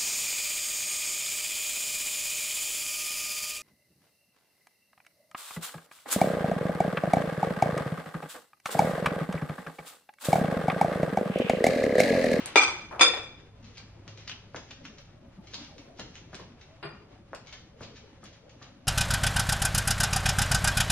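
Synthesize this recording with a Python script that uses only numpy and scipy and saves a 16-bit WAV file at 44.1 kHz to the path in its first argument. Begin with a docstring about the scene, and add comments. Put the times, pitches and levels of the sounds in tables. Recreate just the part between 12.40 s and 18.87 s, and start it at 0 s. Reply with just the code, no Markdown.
"""Plates and footsteps in a tiled kitchen

Two china plates clatter as one is taken from a stack: each clash rings fading modes and knocks the shelf.
Someone in sandals walks about: shaped pulses slap and thud, runs of tiny slips scuff and tick.
A cupboard door knocks with modes of its own; shaped noise makes the rustling clothes and room rumble.
Two wavering tones are the refrigerator. A hand-held camera with two microphone ports hears it all.
"""
import sys
import numpy as np
from scipy import signal
from scipy.fft import rfft, irfft, next_fast_len
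from scipy.io import wavfile
from scipy.ndimage import uniform_filter1d

SR = 44100
rng = np.random.default_rng(int(sys.argv[2]) if len(sys.argv) > 2 else 0)


def inscribe(sig):
    """Save sig as 16-bit PCM at rate SR to the path in sys.argv[1].

    A 1-D sig is mono; a 2-D sig holds one channel per row.
    Samples are clipped to [-1, 1] before scaling.
    """
    pcm = np.round(np.clip(np.atleast_2d(sig).T, -1, 1) * 32767)
    wavfile.write(sys.argv[1], SR, pcm.astype(np.int16))


N = 285327  # samples in the scene
RING = np.arange(int(.8 * SR)) / SR  # a clock for short sounds, in seconds

# All levels in the tables are relative: each sound adds its own offset.
# Pitches (modes) at which each plate rings: [f/Hz, level/dB]
UPPER_PLATE_MODES = [(331, -19), (828, -17), (1206, -14), (1301, -13.5), (1522, -18), (2055, -17),
                     (2256, -12), (2369, 0), (2520, -14), (3200, -19), (3474, -13), (4205, -14),
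                     (4842, -16), (4910, -12), (5912, -10.5), (6335, -15.5), (6500, -15.5), (7364, -17),
                     (7795, -14)]
LOWER_PLATE_MODES = [(333, -15), (511, -13), (1040, -12.5), (1350, -9), (1545, -11), (1876, -11),
                     (2335, -2), (2384, -6), (2530, -8), (2660, -8), (3352, -7), (3413, -4), (3555, -1),
                     (3810, -13.5), (4228, -12), (4616, -16), (4958, -8), (5030, -8.5), (6548, -9),
                     (7235, -16), (7377, -8), (7850, -15), (8424, -8), (8768, -12)]
# Clashes of the plates: [t/s, upper plate level/dB, lower plate level/dB, knock on the shelf level/dB]
CLASHES = [(0.1577, -18, -32, -15.5), (0.173, -16, -44, -27), (0.213, -20.5, -42.5, -37.5),
           (0.232, -21, -42.5, -33), (0.279, -27.5, -47.5, -36.5), (0.5946, -30, -35.5, -28.5),
           (0.6097, -24, -17.5, -19), (0.624, -29, -28.5, -34), (0.737, -46, -42.5, -34.5),
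           (0.772, -53.5, -49, -37.5), (0.83, -53, -50.5, -54)]
# A plate drags over the stack: [t/s, level/dB]
PLATE_SLIDE = [(.505, -78), (.512, -39.5), (.59, -41.5), (.6, -76.5)]
# Footfalls on the tiles: [t/s, slap level/dB, heel thud level/dB, sole grip level/dB, delay of the grip/s]
STEPS = [(1.674, -42.5, -48, -39.5, 0.0032), (2.146, -25, -40, -34.5, 0.014),
         (3.133, -42, -65, -29.5, 0.0078), (3.593, -32.5, -37.5, -33, 0.00085),
         (3.931, -32.5, -42.5, -36.5, 0.013), (3.997, -34.5, -41, -45.5, 0.0058),
         (4.9321, -24.5, -55, -42, .015), (5.408, -31.5, -39, -36.5, 0.023),
         (5.831, -40.5, -47.5, -42, 0.025), (6.215, -41, -50, -41.5, 0.0079)]
# Sandals creak and drag between the steps: [t/s, level/dB, time to fade by 60 dB/s]
SCUFFS = [(1.22, -44, 0.37), (1.364, -39, 0.049), (1.767, -40.5, 0.17), (1.875, -35, 0.049),
          (2.307, -38.5, 0.024), (2.453, -39, 0.03), (2.581, -42.5, 0.03), (3.058, -43, 0.18),
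          (3.19, -38, 0.23), (3.379, -42.5, 0.039), (3.753, -38.5, 0.046), (4.21, -45.5, 0.053),
          (5.062, -40, 0.12), (5.124, -36.5, 0.075), (5.553, -41.5, 0.096), (5.926, -48.5, 0.12),
          (6.091, -48.5, 0.13)]
# Sharp ticks and snaps, as of grit or a sandal's strap: [t/s, level/dB, centre f/Hz]
TICKS = [(0.059, -27.5, 8450), (1.38, -37, 4000), (1.878, -31.5, 3900), (1.896, -29, 3650),
         (1.915, -31.5, 3100), (2.312, -38, 2800), (2.452, -36, 3105), (3.137, -38, 3490), (3.6, -45, 4460),
         (3.952, -42, 5950), (4.949, -40, 6040), (5.125, -42, 2230), (5.84, -46, 7100)]
# The cupboard door meets its frame and settles: [t/s, catch clack level/dB, panel boom level/dB]
DOOR_KNOCKS = [(4.428, -37, -47), (4.443, -53, -42.5), (4.454, -45.5, -61)]
# Modes of the door's panel and of its catch: [f/Hz, level/dB]
PANEL_MODES = [(147, 0), (340, -2), (405, 1), (660, -4)]
CATCH_MODES = [(1010, -8), (1165, -10), (1400, -7), (1840, -9), (2410, -9), (2810, -10), (4815, -9.5),
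               (8110, -16)]
# Rustle at the shelf while the plates are handled: [t/s, level/dB]
HANDLING = [(0, -41.5), (0.45, -54), (1.0, -89)]
# Slow changes of the refrigerator's hum: [t/s, level/dB]
HUM_LEVEL = [(0, -68), (1.7, -53), (3, -67.5)]
# Colours, the balance of low and high in each sound: [f/Hz, level/dB]
SHELF_COLOUR = [(100, -27.5), (340, -3.5), (900, 3.5), (1800, -1), (5000, -14), (12000, -43.5)]
SLAP_COLOUR = [(100, -25), (550, 10.5), (900, 3.5), (1600, 2.5), (2800, -18.5), (11000, -49.5)]
THUD_COLOUR = [(40, -16.5), (130, -2), (500, -12.5), (2000, -40)]
SCUFF_COLOUR = [(200, -31.5), (900, 0), (3000, 9), (6500, 4), (8500, -22.5), (12000, -28)]
PANEL_COLOUR = [(60, -27), (150, -7.5), (1200, 3.5), (4500, -11.5), (6000, -60)]
RUSTLE_COLOUR = [(200, -10.5), (700, 7.5), (3000, 2), (6500, -7), (12000, -31.5)]
SLEEVE_COLOUR = [(100, -8.5), (400, 0.5), (3000, 1), (11000, -22)]
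SHUFFLE_COLOUR = [(80, -18.5), (230, -1.5), (650, -10.5), (2000, -39.5)]
RUMBLE_COLOUR = [(20, -7.5), (55, 2), (160, 0.5), (600, -48.5)]
# How long the room's echoes last: [f/Hz, time to fade by 60 dB/s]
KITCHEN_T60 = [(400, 0.6), (3000, 0.51), (6000, 0.51), (12000, 0.082)]
# The stereo balance: side minus mid [f/Hz, level/dB], then left minus right [f/Hz, level/dB]
WIDTH = [(270, -16), (630, -3), (1130, -8), (1900, -6.5), (3200, 2), (6590, 4.5), (8200, 17)]
LEAN = [(100, 0), (500, 2.5), (1130, 3), (2040, 0.5)]

GRIP_T60_S = 0.024  # the sole's grip fades by 60 dB in this time
SLIPS_PER_S, SLIP_SPREAD_DB = 800, 4
# Above DULL_HZ a softer blow loses this many dB per octave, for each dB it is below the hardest
DULL_HZ, DULLING = 2430, 0.12
STRIKE_SPREAD_DB = 4.5  # each blow favours other modes
PASS_S, PASS_WIDTH_S, PASS_DB, SHUFFLE_DB = 3.33, 0.35, 6, -58  # feet swell as they pass the camera
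CLOTH_DB, CRINKLES_PER_S = -64, 390  # steady rustle, and how fast its fine grain varies
TOP_HZ = 12200  # the camera's band limit


def plates():
    """Each clash rings both plates and chatters through the stack into the shelf; a plate also slides."""
    times, upper_db, lower_db, knock_db = np.transpose(CLASHES)
    upper_blows = list(zip(times, upper_db))
    lower_blows = list(zip(times, lower_db))
    out = rattled(UPPER_PLATE_MODES, upper_blows, sustain=0.28, beat_rate=130, diffuse=3.3, attack=0.0038)
    out += rattled(LOWER_PLATE_MODES, lower_blows, sustain=.54, beat_rate=160, diffuse=1.8, attack=.001)
    for s, db in zip(times, knock_db):
        # the hard rims crack together
        crack = heard([1], SCUFF_COLOUR, near_db=0.5, far_db=-13.5)
        add(out, s, amp(db - 17) * crack)
        force = chatter(rise=0.0003, t60=0.018, grain_db=2)
        knock = heard(force, SHELF_COLOUR, near_db=-1.5, far_db=-7.5)
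        add(out, s, amp(db + 0.5) * knock)
    slide = rush([(250, -15.0), (600, 3.0), (1250, -1.0), (4000, -32)])
    slide_db = curves(PLATE_SLIDE)[0] + 3.5 * wobble(180, N)
    return out + slide * amp(slide_db)


def steps():
    """The sole slaps and the heel thuds with it; a hard slap is brief and stands out from its echoes."""
    out = np.zeros((2, N))
    for s, slap_db, thud_db, _, _ in STEPS:
        soft_db = np.clip(-28 - slap_db, -2, 12)  # how much softer than a hard slap
        tail_gain = .25 * np.clip(soft_db / 4, 0, 1)
        force = np.r_[1, tail_gain * chatter(rise=.001, t60=.02, grain_db=3)]
        near_db, far_db = 0.14 * soft_db - 0.5, 0.46 * soft_db - 7.5
        add(out, s, amp(slap_db - 13.5) * heard(force, SLAP_COLOUR, near_db, far_db))
        add(out, s, amp(thud_db - 9.5) * heard([1], THUD_COLOUR, near_db=3.5, far_db=4.0))
    return out


def scuffs():
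    """The sole brushes the floor softly, then catches in a crackle; longer scuffs swell more slowly."""
    out = np.zeros((2, N))
    before = RING[SR // 16::-1]  # seconds left until the catch
    grips = [(s + delay, grip_db, GRIP_T60_S) for s, _, _, grip_db, delay in STEPS]
    for s, db, t60 in SCUFFS + grips:
        brush_db = -35 - 60 * before / .12 + 4 * wobble(400, len(before))
        brush = rng.standard_normal(len(before)) * amp(brush_db)
        force = np.r_[brush, crackle(np.clip(t60, .01, .3))]
        scuff = heard(force, SCUFF_COLOUR, near_db=-3.0, far_db=-1.5)
        add(out, s - before[0], amp(db - 8) * scuff)
    return out


def ticks():
    """Dry snaps, each a quick run of tiny slips round its own pitch."""
    out = np.zeros((2, N))
    for s, db, hz in TICKS:
        colour = [(hz / 10, -24), (hz, 0), (hz * 1.5, -7), (hz * 2.5, -32)]
        force = chatter(rise=0.0002, t60=0.007, grain_db=3)
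        add(out, s, amp(db - 9.0) * heard(force, colour, near_db=-2.5, far_db=-8.5))
    return out


def cupboard():
    """The catch clacks and the panel booms; the door is off to one side, so mostly echoes arrive."""
    clacks = [(s, clack_db) for s, clack_db, _ in DOOR_KNOCKS]
    booms = [(s, boom_db) for s, _, boom_db in DOOR_KNOCKS]
    catch = rattled(CATCH_MODES, clacks, sustain=0.93, beat_rate=110.0, diffuse=2.7, attack=0.00069)
    panel = rattled(PANEL_MODES, booms, sustain=0.39, beat_rate=68.0, diffuse=0.9, attack=0.0028)
    out = amp(-6.0) * catch + amp(-2.5) * panel
    for s, db in clacks:
        add(out, s, amp(db - 12) * heard([1], PANEL_COLOUR, near_db=11.5, far_db=8.0))
    return out


def clothes():
    """Cloth and a sleeve at the shelf rustle: noise whose folds catch in tiny grains."""
    sleeve = amp(curves(HANDLING)[0]) * rush(SLEEVE_COLOUR)
    cloth = amp(CLOTH_DB) * rush(RUSTLE_COLOUR)
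    grain = unit(amp(2.3 * wobble(25, N) + wobble(CRINKLES_PER_S, N)))
    return (cloth + sleeve) * grain


def shuffling_feet():
    """Patchy low noise that swells once as the feet pass the camera."""
    level_db = SHUFFLE_DB + PASS_DB * swell(PASS_S, PASS_WIDTH_S)
    return amp(level_db) * patchy(rush(SHUFFLE_COLOUR), depth_db=6.0)


def refrigerator(hum_hz=104, fan_hz=556):
    """The compressor and the fan are two sine tones with wavering phase, alike at both ports."""
    t = np.arange(N) / SR
    hum = np.sin(2 * np.pi * hum_hz * t + 0.55 * wobble(29, N))
    fan = np.sin(2 * np.pi * fan_hz * t + 1.5 * wobble(14, N))
    hum_gain = amp(curves(HUM_LEVEL)[0] + 3.5)
    fan_gain = amp(-68 + 2 * wobble(5, N))
    return np.outer([1, 0], hum_gain * hum + fan_gain * fan)  # mid only


def room_rumble():
    """Deep noise that wavers and slowly sinks in level."""
    return amp(np.linspace(-54, -59, N) + wobble(4.6, N)) * rush(RUMBLE_COLOUR)


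def rattled(modes, blows, sustain, beat_rate, diffuse, attack):
    """Modes under (t/s, level/dB) blows: each tops up their energy unevenly, soft blows are dull."""
    times, levels = np.transpose(blows)
    at = np.round((times - times.min()) * SR).astype(int)
    soft = np.exp(-1 / (attack * SR))  # spreads each blow over the attack time in seconds
    out = np.zeros((2, N))

    def stored(pushes, t60):
        loss = amp(-60 / (t60 * SR)) ** 2
        return signal.lfilter([1], [1, -loss], pushes)

    for hz, db in modes:
        octaves_up = max(np.log2(hz / DULL_HZ), 0)
        dull_db = DULLING * (levels - levels.max()) * octaves_up
        spread_db = STRIKE_SPREAD_DB * rng.uniform(-1.1, 1, len(at))
        strikes = amp(levels + dull_db + spread_db)
        impulses = np.bincount(at, strikes ** 2, at.max() + len(RING))
        pushes = signal.lfilter([1 - soft], [1, -soft], impulses)
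        room_t60 = along(KITCHEN_T60, hz)
        # the mode itself, plus a little that lingers in the room
        energy = stored(pushes, sustain * room_t60) + .04 * stored(pushes, 1.2 * room_t60)
        add(out, times.min(), amp(db) * ring(hz, np.sqrt(energy), beat_rate, diffuse))
    return out


def ring(hz, swing, beat_rate, diffuse):
    """One mode in mid and side, sized by swing; echoes make it beat at random."""
    size = len(swing)
    echoes = np.array([wobble(beat_rate, size) + 1j * wobble(beat_rate, size) for _ in range(2)])
    direct = np.exp(2j * np.pi * rng.random((2, 1)))
    carrier = np.exp(2j * np.pi * hz * np.arange(size) / SR)
    tone = (swing * carrier * (direct + diffuse * echoes)).real
    return unit(tone) * np.sqrt(np.mean(swing ** 2))


def chatter(rise, t60, grain_db):
    """A swelling and fading run of tiny uneven slips."""
    t = RING[:SR // 5]
    slips = rng.standard_normal(len(t)) * amp(grain_db * wobble(340, len(t)))
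    return slips * (1 - np.exp(-t / rise)) * amp(-60 * t / t60)


def crackle(t60):
    """Separate slips that come at random, in clumps of strength, quickly swelling and then fading."""
    t = RING[:SR // 5]
    sizes = amp(SLIP_SPREAD_DB * (rng.standard_normal(len(t)) + wobble(140, len(t))))
    happens = rng.random(len(t)) < SLIPS_PER_S / SR
    slips = happens * rng.choice([-1, 1], len(t)) * sizes
    return slips * (1 - np.exp(-t / (.04 * t60))) * amp(-60 * t / t60)


def heard(force, colour, near_db, far_db):
    """A coloured force in the kitchen; its direct sound has the energy of 10 ms at rms 1."""
    sound = np.convolve(force, pulse(colour))
    sound *= np.sqrt(SR / 100) / np.linalg.norm(sound)
    return signal.fftconvolve(sound[None], kitchen(near_db, far_db), axes=1)


def kitchen(near_db, far_db, near_t60=0.15, gap=0.0025):
    """Mid and side response: direct sound, quick echoes off cabinets, then the tiled room's tail."""
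    hz, t, z = signal.stft(rng.standard_normal((2, len(RING))), SR, nperseg=256)
    fade = amp(-60 * t / along(KITCHEN_T60, hz)[:, None])
    far = signal.istft(z * fade, SR, nperseg=256)[1][:, :len(RING)]
    near = rng.standard_normal(far.shape) * np.abs(rng.standard_normal(far.shape))
    near *= amp(-60 * RING / near_t60)
    build = 1 - np.exp(-(RING / gap) ** 2)  # echoes start after a short gap
    echoes = amp(near_db) * unit(near * build) + amp(far_db) * unit(far * build)
    response = echoes / np.sqrt(len(RING))
    response[0, 0] += 1
    response[1, :2] += [1, -1]  # the ports differ by the slope of the direct wave
    return response


def pulse(colour, size=2048):
    """The shortest pulse of this colour that starts at once (minimum phase)."""
    cepstrum = irfft(np.log(amp(along(colour, np.fft.rfftfreq(size, 1 / SR)))))
    fold = np.r_[1, np.full(size // 2 - 1, 2), np.zeros(size // 2)]
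    return irfft(np.exp(rfft(cepstrum * fold)))


def rush(colour):
    """Coloured mid and side noise of rms 1."""
    noise = rng.standard_normal((2, N))
    return unit(filtered(noise, lambda hz: amp(along(colour, hz))))


def patchy(x, depth_db):
    """Random swells and dips in small patches of pitch and time."""
    z = signal.stft(x, nperseg=1024)[2]
    field = uniform_filter1d(rng.standard_normal(z.shape[1:]), size=2, axis=0)
    field = uniform_filter1d(field, size=5, axis=1)
    return unit(signal.istft(z * amp(depth_db * unit(field)), nperseg=1024)[1][:, :N])


def swell(s, width):
    """A bell-shaped rise and fall round time s."""
    return np.exp(-((np.arange(N) / SR - s) / width) ** 2)


def wobble(rate, size):
    """A random curve through rate knots a second."""
    knots = rng.standard_normal(size // 100)
    return np.interp(np.arange(size) * rate / SR, np.arange(len(knots)), knots)


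def curves(rows):
    """One value per sample for each column after the time."""
    s, *cols = np.transpose(rows)
    return [np.interp(np.arange(N) / SR, s, c) for c in cols]


def along(points, hz):
    """Read a value between (f/Hz, value) points on a log frequency axis."""
    f, v = np.transpose(points)
    return np.interp(np.log(hz + 1), np.log(f + 1), v)


def filtered(x, response):
    """Scale each frequency of x by the response there."""
    m = next_fast_len(x.shape[-1] + 8192)
    return irfft(rfft(x, m) * response(np.fft.rfftfreq(m, 1 / SR)), m)[..., :x.shape[-1]]


def add(track, s, sound):
    """Mix a sound into a track from time s."""
    room_left = track[:, max(round(s * SR), 0):][:, :sound.shape[-1]]
    room_left += sound[..., :room_left.shape[1]]


def amp(db):
    """Decibels to gain."""
    return 10 ** (np.asarray(db) / 20)


def unit(x):
    """Scale each row to rms 1."""
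    return x / np.sqrt(np.mean(np.abs(x) ** 2, axis=-1, keepdims=True) + 1e-20)


def scene():
    """Mix all sources in mid and side; bass sounds nearly alike left and right, while the top treble lies
    mostly in the side."""
    dry = plates() + steps() + scuffs() + ticks() + cupboard()
    dry += clothes() + shuffling_feet() + refrigerator() + room_rumble()

    def mid_side_gains(hz):
        angle = np.arctan(amp(along(WIDTH, hz)))
        return np.array([np.cos(angle), np.sin(angle)])

    mid, side = filtered(dry, mid_side_gains)
    ports = np.array([mid + side, mid - side])  # left, right
    return filtered(ports, lambda hz: amp(np.outer([.5, -.5], along(LEAN, hz))))


def record(dry):
    """The camera rounds off the highest peaks and keeps almost nothing above its band limit."""
    held = dry / (1 + (dry / .9) ** 6) ** (1 / 6)
    return filtered(held, lambda hz: 1 / (1 + (hz / TOP_HZ) ** 80))


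dry = scene()
out = record(dry)
inscribe(out)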